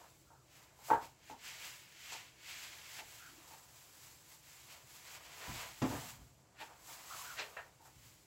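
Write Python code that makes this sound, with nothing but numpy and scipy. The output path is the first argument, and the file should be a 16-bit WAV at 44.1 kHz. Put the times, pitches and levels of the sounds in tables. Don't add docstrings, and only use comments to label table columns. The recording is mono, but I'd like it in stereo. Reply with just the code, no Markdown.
import sys
import numpy as np
from scipy import signal
from scipy.fft import rfft, irfft
from scipy.io import wavfile

SR = 44100
rng = np.random.default_rng(int(sys.argv[2]) if len(sys.argv) > 2 else 0)


def wav_record(signal):
    frames = np.transpose(np.atleast_2d(signal))
    bounded = np.clip(frames, -1, 1)
    quanta = np.round(bounded * 32767).astype(np.int16)
    wavfile.write(sys.argv[1], SR, quanta)


N = 364266
TIME = np.arange(N) / SR

# (peak time [s], rise [s], fall [s], jacket level [dB], trouser level [dB])
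BODY_MOVES = [(0.0, 0.12, 0.61, -61.5, -70.0), (0.57, 0.14, 0.22, -59.5, -62.5),
              (0.89, 0.12, 0.12, -47, -57.5), (1.03, 0.053, 0.12, -53.5, -57.5),
              (1.31, 0.15, 0.082, -58.5, -57), (1.47, 0.1, 0.29, -50.5, -48.5),
              (1.65, 0.15, 0.3, -48.5, -50), (2.13, 0.28, 0.21, -51.0, -48),
              (2.49, 0.11, 0.27, -51.5, -48.5), (2.63, 0.31, 0.48, -53, -51.5),
              (2.99, 0.34, 0.058, -50, -50.5), (3.11, 0.32, 0.71, -53, -58.5), (3.52, 0.16, 0.41, -55, -74),
              (3.79, 0.22, 0.49, -56.5, -67), (4.05, 0.3, 0.44, -54.5, -64.5),
              (4.32, 0.14, 0.15, -54.5, -65.5), (4.49, 0.14, 0.79, -55, -62),
              (4.71, 0.06, 0.16, -54.5, -56.5), (4.94, 0.15, 0.24, -53.5, -64.5),
              (5.15, 0.24, 0.064, -51.5, -53), (5.6, 0.54, 0.2, -47.0, -47.5),
              (5.89, 0.18, 0.45, -50, -57.5), (6.1, 0.77, 0.072, -48.5, -56), (6.61, 0.053, 0.21, -56, -61),
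              (6.92, 0.17, 0.16, -48.5, -59.5), (7.18, 0.3, 0.36, -46.0, -55.0),
              (7.31, 0.45, 0.52, -54, -59.5), (7.86, 0.06, 0.073, -58, -78.0),
              (8.051, 0.37, 0.47, -59, -67.5)]
# (peak time [s], rise [s], fall [s], level [dB])
DRAGS = [(0.0, 0.15, 0.18, -59.5), (0.63, 0.33, 0.61, -66.5), (1.66, 0.61, 0.06, -61.5),
         (2.14, 0.11, 0.2, -57.5), (2.71, 0.64, 0.71, -63.5), (3.46, 0.4, 1, -65.5),
         (4.75, 0.18, 0.22, -62.5), (5.16, 0.18, 0.09, -56.5), (5.44, 0.039, 0.32, -51),
         (5.65, 0.58, 0.11, -50), (5.92, 0.08, 0.28, -47), (6.71, 0.42, 0.28, -61),
         (6.89, 0.018, 0.41, -56.5), (7.15, 0.092, 0.57, -58), (7.46, 0.18, 0.42, -57.5)]
# (frequency [Hz], gain [dB])
JACKET_SPECTRUM = [(100, -22.5), (400, -12), (900, 5), (2500, -2.5), (5000, 1.5), (9000, -3), (16000, 4)]
TROUSER_SPECTRUM = [(200, -28), (700, -19.5), (1100, -12), (1350, -6.5), (1750, -2.5), (2200, 1),
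                    (2700, -0.5), (3200, -1.5), (3700, -5.5), (4700, -5), (7000, -13), (16000, -40)]
DRAG_SPECTRUM = [(100, -13.5), (300, -12), (550, -5), (700, 1.5), (800, -2.5), (920, 1), (1200, -2.5),
                 (1600, -6), (2500, -11.5), (6000, -26), (16000, -36)]
# (frequency [Hz], gain [dB])
RUMBLE_SPECTRUM = [(20, -27.5), (40, -6.5), (65, 1), (100, -1), (130, 3.5), (180, -7), (250, -13),
                   (320, -6.5), (450, -15), (900, -16), (4000, -58)]
HISS_SPECTRUM = [(100, 0.5), (600, 11.5), (1300, -16), (2000, -8), (5000, 2), (16000, -8.5)]
# (time [s], level [dB], low-pass cutoff [Hz], gain of main modes [dB])
LADDER_IMPACTS = [(.004, -52.5, 860, -10), (.303, -57, 1810, -7), (.79, -55.5, 924, -14),
                  (.885, -42.5, 1980, -4), (.9025, -22.5, 2390, -1.5), (1.012, -46, 2020, -6),
                  (1.298, -44.5, 1130, -7.5), (2.122, -47, 1600, -7.5), (2.988, -46, 800, -15),
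                  (3.51, -51, 1200, -11), (5.82, -36, 1200, -15), (5.905, -42.5, 1510, -11),
                  (6.009, -52, 1605, -5), (6.602, -45, 1200, -8), (6.693, -56, 1200, -7),
                  (6.882, -61, 1200, 0), (7.39, -49.5, 420, 0), (7.794, -61, 1198, -2.5),
                  (7.852, -55.5, 1970, -14)]
FLOOR_IMPACTS = [(.93, -46, 90, 1), (1.302, -56, 350, -5), (5.479, -40.5, 240, -11), (5.51, -45, 258, -26),
                 (5.59, -59, 120, -16), (5.8175, -30.5, 2800, 1.5), (5.9, -40, 1200, -16),
                 (5.932, -44, 1500, -8.5), (6.18, -48, 120, -8), (7.96, -51.5, 108, -15),
                 (8.04, -50, 111, -13)]
# (frequency [Hz], gain [dB], T60 [s])
LADDER_MODES = [(124.2, -27, .2), (252.6, -22.5, 0.2), (315.6, -13.5, 0.14), (432.6, -13.5, 0.23),
                (496, -16.5, 0.13), (556, -20.5, 0.15), (705, -17, 0.19), (863.6, -2, 0.1076),
                (919, 1, 0.15), (1067, -18.5, .12), (1295, -11.5, .09), (1520, -23.5, .07),
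                (1550, -19, .07), (1910, -19.5, 0.099), (2030, -27.5, .08)]
# (frequency [Hz], gain [dB], T60 [s])
FLOOR_AND_HUT_MODES = [(62.3, -26.5, .25), (126, -28, 1.96), (157.4, -10, 0.13), (221, -10.5, .08),
                       (255, 1.5, 0.089), (308.4, 0, 0.055), (374, -13.5, 0.042), (547, -24.5, .09),
                       (722, -26.5, .1), (963, -22, 0.12), (1155, -17, 0.099)]
# (frequency [Hz], gain [dB])
LADDER_SPECTRUM = [(40, -24), (100, -14), (220, -16), (330, -8.5), (480, -3), (620, -1), (850, 10),
                   (1150, -1), (1550, -2.5), (2000, -14.5), (2600, -19.5), (6000, -22.5), (16000, -57)]
FLOOR_SPECTRUM = [(25, -23.5), (50, -3), (100, 0.5), (135, -1.5), (200, -8.5), (290, -0.5), (380, -4.5),
                  (480, -9), (1050, -11), (1500, -17), (3000, -23), (16000, -54)]
# (start [s], duration [s], level [dB], centre at full speed [Hz])
GROANS = [(0.238, .24, -70.5, 1377), (3.187, 0.15, -57, 1498), (3.279, 0.2, -65, 322),
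          (7.095, 0.093, -47, 1272), (7.179, .07, -51.5, 1066), (7.219, .16, -50, 1434)]
# (peak time [s], level [dB], rise constant [s], T60 [s], low edge [Hz], high edge [Hz])
GRIT_SCUFFS = [(1.29, -62, 0.034, 0.24, 1500, 3500), (2.133, -43, 0.014, 0.1, 3000, 8500),
               (2.992, -44.5, 0.011, 0.077, 400, 3500), (3.535, -58.5, 0.032, 0.23, 700, 4000),
               (4.725, -55, 0.027, 0.12, 2010, 5530), (5.421, -48, 0.023, 0.26, 250, 3520),
               (5.823, -41, 0.0036, 0.12, 400, 6600), (5.953, -46, 0.011, 0.14, 300, 2600),
               (6.617, -42.5, 0.019, 0.13, 890, 3770), (7.396, -34, 0.013, 0.18, 300, 4670),
               (7.422, -40, 0.0045, 0.1, 250, 2800), (7.485, -49.5, 0.024, 0.21, 297, 700),
               (7.568, -35, 0.0011, 0.18, 614, 1920), (7.578, -42, 0.0024, 0.26, 600, 1680),
               (7.856, -58, 0.0033, 0.17, 710, 2000)]
# (frequency [Hz], gain [dB])
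GRIT_SPECTRUM = [(100, -32), (310, -27), (410, -6), (750, -1.5), (1150, -6.5), (1500, -0.5), (2400, -2.5),
                 (2800, -1.5), (3300, -4.5), (4500, -5), (9000, -10), (16000, -41)]
# (frequency [Hz], bandwidth [Hz], boost [dB])
SCRAPE_RESONANCES = [(425, 62, 9), (524, 34, 2), (680, 44, 3.5), (1533, 140, 1), (1835, 64, 8),
                     (2400, 57, 8), (2706, 115, 6.5), (4130, 45, 9)]
# (left delay [s], right delay [s], gain [dB])
REFLECTIONS = [(.0019, 0.0018, -28.5), (.0041, 0.0041, -20), (.0067, 0.007, -22), (0.009, 0.008, -12),
               (0.014, 0.017, -12.5), (0.0215, 0.021, -15.5)]
# (frequency [Hz], T60 [s])
HUT_T60 = [(60, 0.83), (100, 1.04), (135, 1.76), (250, 0.305), (900, 0.28), (3000, 0.16), (12000, 0.13)]
# (frequency [Hz], correlation [0..1])
CORRELATION = [(20, 0.81), (300, 0.68), (420, 0.69), (600, 0.38), (1000, 0.13), (16000, 0)]
# (frequency [Hz], gain [dB])
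MIC_RESPONSE = [(20, -3.5), (5500, 1), (6600, 4.5), (7700, 8.5), (8600, 0), (10000, 0), (12000, 0),
                (14000, -3.5), (16000, -4.5)]
# (frequency [Hz], left minus right [dB])
MIC_BALANCE = [(100, -.5), (300, -1), (700, 3.5), (2000, 3), (16000, 3)]


def gain_of(db):
    return 10 ** (np.asarray(db) / 20)


def unit_rms(x):
    return x / np.sqrt(np.mean(x ** 2) + 1e-20)


def curve_at(points, hz):
    f, value = np.transpose(points)
    return np.interp(np.log(hz + 1), np.log(f + 1), value)


def add(mix, start_s, sound):
    part = mix[:, max(round(start_s * SR), 0):][:, :sound.shape[1]]
    part += sound[:, :part.shape[1]]


def filtered(x, kind, cutoff_hz, order=2):
    return signal.sosfilt(signal.butter(order, cutoff_hz, kind, fs=SR, output="sos"), x)


def noise(spectrum, size, grain_db=0):
    hz = np.fft.rfftfreq(size, 1 / SR)
    snaps = gain_of(grain_db * np.minimum(rng.exponential(1, size // 16 + 1), 6)).repeat(16)[:size]
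    left, independent = rfft(rng.standard_normal((2, size)) * snaps)
    correlation = curve_at(CORRELATION, hz)
    right = correlation * left + np.sqrt(1 - correlation ** 2) * independent
    return unit_rms(irfft(np.array([left, right]) * gain_of(curve_at(spectrum, hz)), size))


def stroke_power(peak_s, rise, fall, drop_db=20):
    distance = np.maximum((peak_s - TIME) / rise, (TIME - peak_s) / fall)
    return gain_of(-drop_db * np.minimum(distance, 6) ** 1.182) ** 2


def friction(strokes, levels_db, spectrum, grain_db, flutter_db, flutter_hz):
    power = sum(gain_of(db) ** 2 * stroke for db, stroke in zip(levels_db, strokes))
    flutter = unit_rms(filtered(rng.standard_normal(N), "low", flutter_hz))
    return np.sqrt(power) * gain_of(flutter_db * flutter) * noise(spectrum, N, grain_db)


def cloth_swishes():
    moves = [stroke_power(*row[:3]) for row in BODY_MOVES]
    jacket_db, legs_db = np.transpose(BODY_MOVES)[3:]
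    jacket = friction(moves, jacket_db, JACKET_SPECTRUM, grain_db=1, flutter_db=0.86, flutter_hz=24.9)
    legs = friction(moves, legs_db, TROUSER_SPECTRUM, grain_db=1, flutter_db=1, flutter_hz=25.05)
    return jacket + legs


def ladder_rubs():
    drags = [stroke_power(*row[:3]) for row in DRAGS]
    levels_db = np.transpose(DRAGS)[3]
    return friction(drags, levels_db, DRAG_SPECTRUM, grain_db=2, flutter_db=1.5, flutter_hz=20.54)


def early_reflections(dry):
    out = dry.copy()
    for left_s, right_s, db in REFLECTIONS:
        add(out[:1], left_s, gain_of(db) * dry[:1])
        add(out[1:], right_s, gain_of(db) * dry[1:])
    return out * dry.std() / out.std()


def background():
    return gain_of(-67.5) * noise(RUMBLE_SPECTRUM, N) + gain_of(-73) * noise(HISS_SPECTRUM, N)


def impacts(events, modes, spectrum, build_s, hold_s, align_s, right_lag_s,
            dense_db, dense_t60, strike_db, strike_s):
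    out, t = np.zeros((2, N)), np.arange(SR) / SR
    since_arrival = np.maximum(t - np.array([[0], [right_lag_s]]), 0)
    since_release = np.maximum(t - hold_s, 0)
    ring = np.zeros((2, SR))
    for k, (hz, db, t60) in enumerate(modes):
        wave = (-1) ** k * np.sin(2 * np.pi * hz * (since_arrival - align_s))
        ring += gain_of(db - 60 * since_release / t60) * wave
    ring *= 1 - np.exp(-since_arrival / build_s)
    overshoot_db = strike_db * np.exp(-t / strike_s)
    attack = np.minimum(t * 1000, 1)
    dense_envelope = gain_of(dense_db - 60 * since_release / dense_t60 + overshoot_db) * attack
    for start_s, db, cutoff_hz, ring_db in events:
        vibration = gain_of(ring_db) * ring + noise(spectrum, SR) * dense_envelope
        add(out, start_s, gain_of(db) * filtered(vibration, "low", cutoff_hz))
    return out


def ladder_knocks():
    return impacts(LADDER_IMPACTS, LADDER_MODES, LADDER_SPECTRUM,
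                   build_s=0.0013, hold_s=0.034, align_s=0.00605, right_lag_s=0.00021,
                   dense_db=-6.5, dense_t60=0.22, strike_db=4.5, strike_s=0.0034)


def hut_reverberation(dry):
    white = noise([(20, 0), (20000, 0)], SR)
    hz, t, bands = signal.stft(white, SR, nperseg=512)
    decay = gain_of(-60 * t / curve_at(HUT_T60, hz)[:, None])
    tail = signal.istft(bands * decay, SR, nperseg=512)[1]
    tail *= np.minimum(np.arange(tail.shape[1]) / SR / 0.00854, 1) ** 2
    return signal.fftconvolve(dry, tail / np.linalg.norm(tail[0]), axes=1)[:, :N]


def sliding_groans(relative_width=0.23, pitch_sag=0.22):
    out = np.zeros((2, N))
    for start_s, duration, db, hz in GROANS:
        t = np.arange(0, duration, 1 / SR)
        speed = np.sin(np.pi * (t / duration) ** 0.7)
        pole = np.exp(-np.pi * relative_width * hz / SR)
        slips = rng.standard_normal((2, 2, len(t)))
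        in_phase, quadrature = signal.lfilter([1], [1, -2 * pole, pole ** 2], slips)
        phase = 2 * np.pi * np.cumsum(hz * (1 - pitch_sag * (1 - speed))) / SR
        groan = unit_rms(in_phase * np.cos(phase) + quadrature * np.sin(phase))
        add(out, start_s, gain_of(db) * speed * groan)
    return out


def floor_thuds():
    return impacts(FLOOR_IMPACTS, FLOOR_AND_HUT_MODES, FLOOR_SPECTRUM,
                   build_s=0.014, hold_s=0.037, align_s=0.0031, right_lag_s=0.00017,
                   dense_db=-3.5, dense_t60=0.16, strike_db=0.5, strike_s=0.0039)


def grit_scuffs():
    out, hz = np.zeros((2, N)), np.geomspace(20, SR / 2, num=900)
    boost_db = sum(db / (1 + (2 * (hz - centre) / width) ** 2) for centre, width, db in SCRAPE_RESONANCES)
    spectrum = np.transpose([hz, curve_at(GRIT_SPECTRUM, hz) + boost_db])
    t = np.arange(SR) / SR - 0.2
    for peak_s, db, rise, t60, low_hz, high_hz in GRIT_SCUFFS:
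        press = np.exp(np.minimum(t, 0) / rise) * gain_of(db - 60 * np.maximum(t, 0) / t60)
        crunch = noise(spectrum, SR, grain_db=-2.5) * press
        crunch = filtered(crunch, "high", low_hz)
        add(out, peak_s + t[0], filtered(crunch, "low", high_hz, order=3))
    return out


def scene():
    rustle = early_reflections(cloth_swishes() + ladder_rubs())
    knocks, thuds = ladder_knocks(), floor_thuds()
    soles = sliding_groans() + grit_scuffs()
    room = hut_reverberation(gain_of(-20) * knocks + gain_of(-15.5) * thuds + gain_of(-11) * soles)
    return rustle + background() + knocks + thuds + soles + room


def record(dry, low_cut_hz=29.4, band_limit_hz=15850):
    hz = np.fft.rfftfreq(N, 1 / SR)
    response_db = curve_at(MIC_RESPONSE, hz) + np.array([[0.5], [-0.5]]) * curve_at(MIC_BALANCE, hz)
    heard = irfft(rfft(dry) * gain_of(response_db), N)
    heard = filtered(heard, "high", low_cut_hz, order=4)
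    low_pass = signal.firwin(1023, band_limit_hz, window=("kaiser", 9), fs=SR)
    return signal.oaconvolve(heard, low_pass[None], "same")


dry = scene()
out = record(dry)
wav_record(out)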